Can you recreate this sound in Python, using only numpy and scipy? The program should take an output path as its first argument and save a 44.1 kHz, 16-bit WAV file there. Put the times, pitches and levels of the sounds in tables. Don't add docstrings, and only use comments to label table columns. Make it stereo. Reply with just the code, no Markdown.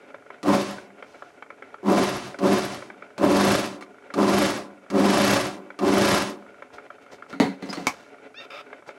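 import sys
import numpy as np
from scipy import signal
from scipy.fft import rfft, irfft
from scipy.io import wavfile
from scipy.ndimage import uniform_filter1d

SR = 44100
rng = np.random.default_rng(int(sys.argv[2]) if len(sys.argv) > 2 else 0)


def generate_wav(sig):
    pcm = np.round(np.clip(np.atleast_2d(sig).T, -1, 1) * 32767).astype(np.int16)
    wavfile.write(sys.argv[1], SR, pcm)


N = 396002
TIME = np.arange(N) / SR

# (start [s], held [s], speed pulled towards [stitches/s], coasting [s],
# shaft angle at rest [turns], time for the clutch to bite [s], relative force [dB])
PEDAL_PRESSES = [(.430, .105, 50.8, .511, .745, .054, -17.5), (1.830, .193, 37.4, .557, .438, .055, -17.5),
                 (2.388, .156, 40.9, .554, .554, .05, -18.5), (3.180, .346, 39.8, .361, .687, .06, -16.5),
                 (4.139, .306, 38.6, .331, .411, .045, -19), (4.902, .435, 40.8, .343, .329, .054, -18),
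                 (5.790, .353, 44.7, .301, .288, .045, -18.5)]
CLUTCH_TICKS = [.142, .302, 0.782, 1.024, 1.221, 1.423, 1.502, 1.622, 1.741, 2.343, 2.822, 2.9, 3.022,
                3.822, 4.102, 5.702, 6.621, 6.782, 6.902, 7.222, 8.728, 8.889]
# (time [s], relative level [dB])
LINKAGE_CLINKS = [(.430, -34.5), (2.388, -36), (3.180, -35), (3.810, -42.5), (3.824, -44), (4.139, -31.5),
                  (4.902, -34), (5.790, -34), (7.622, -58), (7.657, -47), (7.729, -29.5), (7.748, -42),
                  (7.775, -57)]
# (time [s], relative level [dB])
LOW_THUMPS = [(7.328, -36.5), (7.400, -15), (7.408, -24.5), (7.625, -33), (7.69, -35), (7.772, -32.5)]
# (time [s], relative level [dB])
DISC_SNAPS = [(7.8695, -21)]
# (time [s], relative level [dB])
ROD_KNOCKS = [(7.329, -7.5)]
# (start [s], length [s], relative level [dB])
LEATHER_SLIDES = [(0.97, 0.49, -54), (6.725, 0.061, -45.5), (7.012, 0.039, -54), (7.108, 0.07, -44),
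                  (7.281, 0.074, -45), (7.588, 0.55, -41.5), (8.861, 0.062, -45.5)]
# (centre [s], half length [s], frequency [Hz], relative level [dB])
LEATHER_CHIRPS = [(7.705, 0.0098, 4980, -35.5), (7.757, 0.011, 4400, -42)]
# (time [s], stick-slip rate [Hz], relative level [dB])
PIVOT_SQUEAK = [(8.342, 772, -51), (8.362, 860, -49), (8.385, 924, -41.5), (8.402, 910, -44),
                (8.425, 905, -50)]
# (start [s], end [s], relative level [dB])
PIVOT_RASPS = [(8.401, 8.455, -45.5), (8.504, 8.615, -41)]

# (frequency [Hz], width [Hz], relative level [dB])
TABLE_MODES = [(199.5, 8, 3.5), (292.4, 18, 1.5), (376.5, 19.6, 1.5), (561, 20.5, -7), (606, 31, -10.5),
               (721, 105, -12.5), (930, 133, -12), (1064, 280, -15)]
# (frequency [Hz], width [Hz], relative level [dB])
HEAD_MODES = [(133, 17, 17.5), (620, 67, 18), (1100, 135, 6.5), (3064, 260, -22), (5070, 260, -34)]
# (frequency [Hz], width [Hz], relative level [dB])
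MOTOR_MODES = [(268, 34, 1), (413.3, 33, 6), (652, 174, 0), (1440, 56, 3.5), (2170, 510, -7)]
# (frequency [Hz], width [Hz], relative level [dB])
CLUTCH_MODES = [(540, 104, 6), (1370, 202, 9.5), (2224, 164, 4), (3200, 270, -10.5)]
# (frequency [Hz], width [Hz], relative level [dB])
LINKAGE_MODES = [(1170, 60, 10.5), (2820, 50, -6), (4060, 79, -4), (5080, 78, -22)]
# (frequency [Hz], width [Hz], relative level [dB])
STAND_MODES = [(187, 23, 9.5), (277.3, 19.6, 14), (409, 92, 2), (778, 79, -1.5), (945, 34, -3.5),
               (1490, 480, -11), (2070, 220, -8.5), (4270, 600, -17.5), (5500, 1300, -26.5)]
# (frequency [Hz], width [Hz], relative level [dB])
DISC_MODES = [(254, 100, 11), (836, 130, 16.5), (1110, 126, 17), (2240, 67, 17), (2470, 140, 8.5),
              (6050, 2300, -1), (11400, 91, -2)]
# (frequency [Hz], width [Hz], relative level [dB])
PIVOT_MODES = [(580, 50, 8.5), (1300, 150, 6), (2440, 270, 3), (3630, 170, -1.5), (4960, 480, -10.5)]

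# (frequency [Hz], relative level [dB])
STEEL_SPECTRUM = [(50, 2), (130, 10), (1500, 8), (3600, 1), (5200, 1), (8000, -7.5), (11500, -11),
                  (12500, -58), (15500, -18.5)]
# (frequency [Hz], relative level [dB])
LEATHER_SPECTRUM = [(100, 0.5), (500, 12.5), (3500, -4.5), (5800, -6.5), (8000, -14), (15000, -31)]
# (frequency [Hz], relative level [dB])
AIR_SPECTRUM = [(25, -23), (100, 9), (400, 7.5), (2400, -21), (6000, -9.5), (11000, -15.5), (15000, -36)]
# (frequency [Hz], relative level [dB])
BOARDS_SPECTRUM = [(25, -7), (70, 2), (110, 1), (250, -35), (1000, -70)]
# (frequency [Hz], gain [dB])
UNDER_TABLE = [(100, 1.5), (300, 1.5), (2600, -5), (8000, -12), (15000, -53)]
# (multiple of the pull rate, relative level [dB])
HUM_PARTIALS = [(1, -14), (2, 5.5), (3, -9), (4, -1.5)]

PULL_HZ, MOTOR_HZ = 100, 25
SPIN_UP_S = .2345
FIRST_TOUCH_DB, LET_GO_S = -19, 0.072
SLIP_POWER = 0.54
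FULL_SPEED = 33.15
SHAKE_DB, SHAKE_POWER = -29, 1.43
CLATTER_DB, CLATTER_POWER = -27.5, 1.163
CLATTER_FROM = 1.74
SWAY_S = 0.088
PING_HZ, CUTOFF_HZ = 11400, 15800


def from_db(db):
    return 10 ** (np.asarray(db) / 20)


def rms_one(x):
    return x / np.sqrt(np.mean(x ** 2) + 1e-20)


def evened(x, seconds):
    power = np.abs(uniform_filter1d(x ** 2, int(seconds * SR) + 1))
    return x / np.sqrt(power + 1e-9)


def noise():
    return rng.standard_normal(N)


def drift(rate):
    return rms_one(np.interp(TIME * rate, np.arange(4000), rng.standard_normal(4000)))


def grains(per_s, spread_db):
    clicks = rng.random(N) < per_s / SR
    sizes = from_db(spread_db * np.minimum(rng.exponential(1, N), 4))
    return clicks * sizes * rng.choice([-1, 1], N)


def resonate(x, modes):
    out = np.zeros(N)
    for k, (hz, width, db) in enumerate(modes):
        r = np.exp(-np.pi * width / SR)
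        gain = (-1) ** k * from_db(db) * (1 - r * r) / 2
        poles = [1, -2 * r * np.cos(2 * np.pi * hz / SR), r * r]
        out += signal.lfilter([gain, 0, -gain], poles, x + 1e-18)
    return out


def colour(x, spectrum, size=2048):
    hz, db = np.transpose(spectrum)
    bins = np.maximum(np.fft.rfftfreq(size, 1 / SR), 1)
    cepstrum = irfft(np.log(from_db(np.interp(np.log(bins), np.log(hz), db))))
    cepstrum[1:size // 2] *= 2
    cepstrum[size // 2 + 1:] = 0
    impulse = irfft(np.exp(rfft(cepstrum)))
    return signal.oaconvolve(x, impulse)[:N]


def high_pass(x, hz, order=2):
    return signal.sosfilt(signal.butter(order, hz, "high", fs=SR, output="sos"), x)


def contacts(events, rise_s, decay_s, chatter):
    out, age = np.zeros(N), np.arange(SR // 4) / SR
    shape = (1 - np.exp(-age / rise_s)) * np.exp(-age / decay_s)
    for s, db in events:
        force = shape * rng.standard_normal(len(age))
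        force *= chatter / np.linalg.norm(force)
        force[0] += 1
        at = int(s * SR)
        out[at:at + len(age)] += from_db(db) * force[:N - at]
    return out


def shaft():
    speed, turns, grip = np.zeros((3, N))
    for start, held, top, coast, angle, bite, db in PEDAL_PRESSES:
        at = int(start * SR)
        age = TIME[:N - at]
        slip = np.exp(-np.minimum(age, held) / SPIN_UP_S)
        coasting = np.clip(1 - (age - held) / coast, 0, 1) ** 2
        speed[at:] = top * (1 - slip) * coasting
        turns[at:] = angle + np.cumsum(speed[at:]) / SR
        biting = from_db(db + FIRST_TOUCH_DB * np.maximum(1 - age / bite, 0))
        release = np.exp(-np.clip((age - held) / LET_GO_S, 0, 20))
        grip[at:] = biting * slip ** SLIP_POWER * release
    return speed, turns, grip


def stitches(turns):
    return TIME[1:][np.diff(np.floor(turns)) > 0]


def table_shake(speed):
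    keep = np.exp(-1 / (SWAY_S * SR))
    imbalance = (speed / FULL_SPEED) ** SHAKE_POWER
    return from_db(SHAKE_DB) * signal.lfilter([1 - keep], [1, -keep], imbalance + 1e-18)


def drive(load, grip, turns, hum_db=-3, shudder_db=1, wobble=0.055, judder=0.43, stroke_db=1.5):
    phase = 2 * np.pi * PULL_HZ * TIME + wobble * drift(25)
    partials = [from_db(db) * np.sin(k * phase + rng.uniform(0, 2 * np.pi)) for k, db in HUM_PARTIALS]
    tone = rms_one(sum(partials))
    friction = noise() * (1 + judder * np.cos(phase))
    table = evened(high_pass(resonate(friction, TABLE_MODES), 107, order=3), 0.0208)
    strain = np.sqrt(grip / grip.max())
    stroke = from_db(stroke_db * np.cos(2 * np.pi * turns))
    hum = from_db(hum_db) * strain * tone
    shudder = from_db(shudder_db) * stroke * table
    return load * (hum + shudder)


def jolt(jolt_db=40):
    bites = [(start + bite, db) for start, *_, bite, db in PEDAL_PRESSES]
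    blows = contacts(bites, rise_s=.002, decay_s=0.011, chatter=0.21)
    return from_db(jolt_db) * resonate(blows, TABLE_MODES)


def punch(load, turns, punch_db=37):
    entries = [(s, punch_db) for s in stitches(turns)]
    blows = contacts(entries, rise_s=.002, decay_s=0.0033, chatter=0.96)
    return resonate(blows * load, TABLE_MODES)


def mechanism(clatter, turns, level_db=6, slide=0.57, cam_s=0.0013, head_db=-2, flicker_db=1.0, count=5):
    passing = np.diff(np.floor(count * turns), prepend=0) > 0
    strikes = passing * np.minimum(rng.exponential(1, N), 2)
    cams = .35 * signal.lfilter([1], [1, -np.exp(-1 / (cam_s * SR))], strikes + 1e-18)
    rattle = evened(grains(1500, spread_db=2) + (slide + cams) * noise(), 0.02)
    rattle *= from_db(1.66 * np.cos(2 * np.pi * (turns + 0.06)))
    ringing = np.zeros(N)
    for mode in HEAD_MODES:
        flicker = from_db(flicker_db * drift(26))
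        ringing += resonate(rattle * flicker, [mode])
    steel = colour(rattle, STEEL_SPECTRUM)
    return from_db(level_db) * clatter * rms_one(steel + from_db(head_db) * ringing)


def needle(clatter, turns, ping_db=21, clack_db=-6, growth=0.96):
    blows = contacts([(s, 0) for s in stitches(turns)], rise_s=0.003, decay_s=0.0034, chatter=3.1)
    blows *= clatter ** growth
    mode = [(PING_HZ, 700, 0)]
    ping = resonate(resonate(blows, mode), mode)
    clack = colour(blows, STEEL_SPECTRUM)
    return from_db(ping_db) * ping + from_db(clack_db) * clack


def levers(clink_db=16, ring_db=29, thump_db=40, knock_db=12, snap_db=28, crack_db=17):
    clinks = contacts(LINKAGE_CLINKS, rise_s=0.0014, decay_s=0.0087, chatter=1.93)
    thumps = contacts(LOW_THUMPS, rise_s=0.00034, decay_s=0.041, chatter=1.56)
    snaps = contacts(DISC_SNAPS, rise_s=0.00047, decay_s=0.017, chatter=0.8)
    impacts = from_db(clink_db) * clinks + from_db(knock_db) * thumps + from_db(crack_db) * snaps
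    cracks = colour(impacts, STEEL_SPECTRUM)
    linkage = from_db(ring_db) * resonate(clinks, LINKAGE_MODES)
    stand = from_db(thump_db) * resonate(thumps, STAND_MODES)
    disc = from_db(snap_db) * resonate(snaps, DISC_MODES)
    return high_pass(cracks + linkage + stand + disc, 78)


def pedal_rod():
    knocks = contacts(ROD_KNOCKS, rise_s=0.0016, decay_s=0.011, chatter=2.5)
    return resonate(resonate(knocks, CLUTCH_MODES), [(1100, 710, 0)])


def leather(peak_share=0.29, chirp_width_hz=50):
    strokes = np.zeros(N)
    for s, length, db in LEATHER_SLIDES:
        strokes += from_db(db) * np.interp(TIME, [s, s + peak_share * length, s + length], [0, 1, 0])
    out = strokes * rms_one(colour(grains(4000, spread_db=3.5), LEATHER_SPECTRUM))
    for s, half_length, hz, db in LEATHER_CHIRPS:
        swell = np.exp(-((TIME - s) / half_length) ** 2)
        whistle = evened(resonate(noise(), [(hz, chirp_width_hz, 0)]), 0.0092)
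        out += from_db(db) * swell * whistle
    return out


def pivot(squeak_db=0.0, jitter=0.0092):
    s, hz, db = np.transpose(PIVOT_SQUEAK)
    rate = np.interp(TIME, s, hz) * (1 + jitter * drift(300))
    cycles = np.cumsum(rate) / SR
    slips = sum(np.sin(2 * np.pi * k * cycles) for k in range(2, 8))
    level = from_db(squeak_db + np.interp(TIME, s, db, left=-120, right=-120))
    squeak = evened(resonate(slips, PIVOT_MODES), 0.0104) * level
    rub = np.zeros(N)
    for start, end, rasp_db in PIVOT_RASPS:
        rub += from_db(rasp_db) * np.interp(TIME, [start - .002, start, end, end + .002], [0, 1, 1, 0])
    return squeak + rub * rms_one(resonate(grains(2300, spread_db=0.0), PIVOT_MODES))


def idle_motor(level_db=-50, tick_db=-30.5, low_hz=190):
    waver = from_db(3 * drift(45))
    rumble = from_db(level_db) * waver * rms_one(resonate(noise(), MOTOR_MODES))
    touches = np.zeros(N)
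    grazes = np.arange(CLUTCH_TICKS[0] % (1 / MOTOR_HZ), TIME[-1], 1 / MOTOR_HZ)
    touches[(grazes * SR).astype(int)] = from_db(tick_db + rng.uniform(-26, -10, len(grazes)))
    touches[(np.array(CLUTCH_TICKS) * SR).astype(int)] = from_db(tick_db)
    age = np.arange(SR // 20) / (SR * .003)
    brush = (age * np.exp(1 - age)) ** 2
    pressure = signal.oaconvolve(touches, brush)[:N]
    ticks = pressure * evened(resonate(noise(), CLUTCH_MODES), 0.0032)
    return high_pass(colour(rumble + ticks, UNDER_TABLE), low_hz)


def workshop(x, t60_s=0.1, wet_db=-4, low_hz=850):
    age = np.arange(SR // 2) / SR
    tails = rng.standard_normal((2, len(age))) * from_db(-60 * age / t60_s) * (age > .002)
    tails /= np.linalg.norm(tails, axis=1, keepdims=True)
    send = high_pass(x, low_hz, order=1)[None]
    return x + from_db(wet_db) * signal.oaconvolve(send, tails, axes=1)[:, :N]


def diffuse(spectrum, apart=0.97):
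    middle = colour(noise(), spectrum)
    side = colour(noise(), spectrum)
    return rms_one(middle + apart * side * [[1], [-1]])


def surroundings(load, air_db=-62, boards_db=-31):
    air = from_db(air_db) * diffuse(AIR_SPECTRUM)
    return air + from_db(boards_db) * load * diffuse(BOARDS_SPECTRUM)


def scene():
    speed, turns, grip = shaft()
    clatter_speed = np.maximum(speed - CLATTER_FROM, 0) / FULL_SPEED
    clatter = from_db(CLATTER_DB) * clatter_speed ** CLATTER_POWER
    load = np.hypot(grip, table_shake(speed))
    machine = drive(load, grip, turns) + jolt() + punch(load, turns)
    machine += mechanism(clatter, turns) + needle(clatter, turns)
    handling = levers() + pedal_rod() + leather() + pivot()
    return workshop(machine + handling + idle_motor()) + surroundings(load)


def record(dry):
    thinned = high_pass(dry, 55, order=2)
    return signal.sosfilt(signal.ellip(10, .1, 80, CUTOFF_HZ, fs=SR, output="sos"), thinned)


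dry = scene()
out = record(dry)
generate_wav(out)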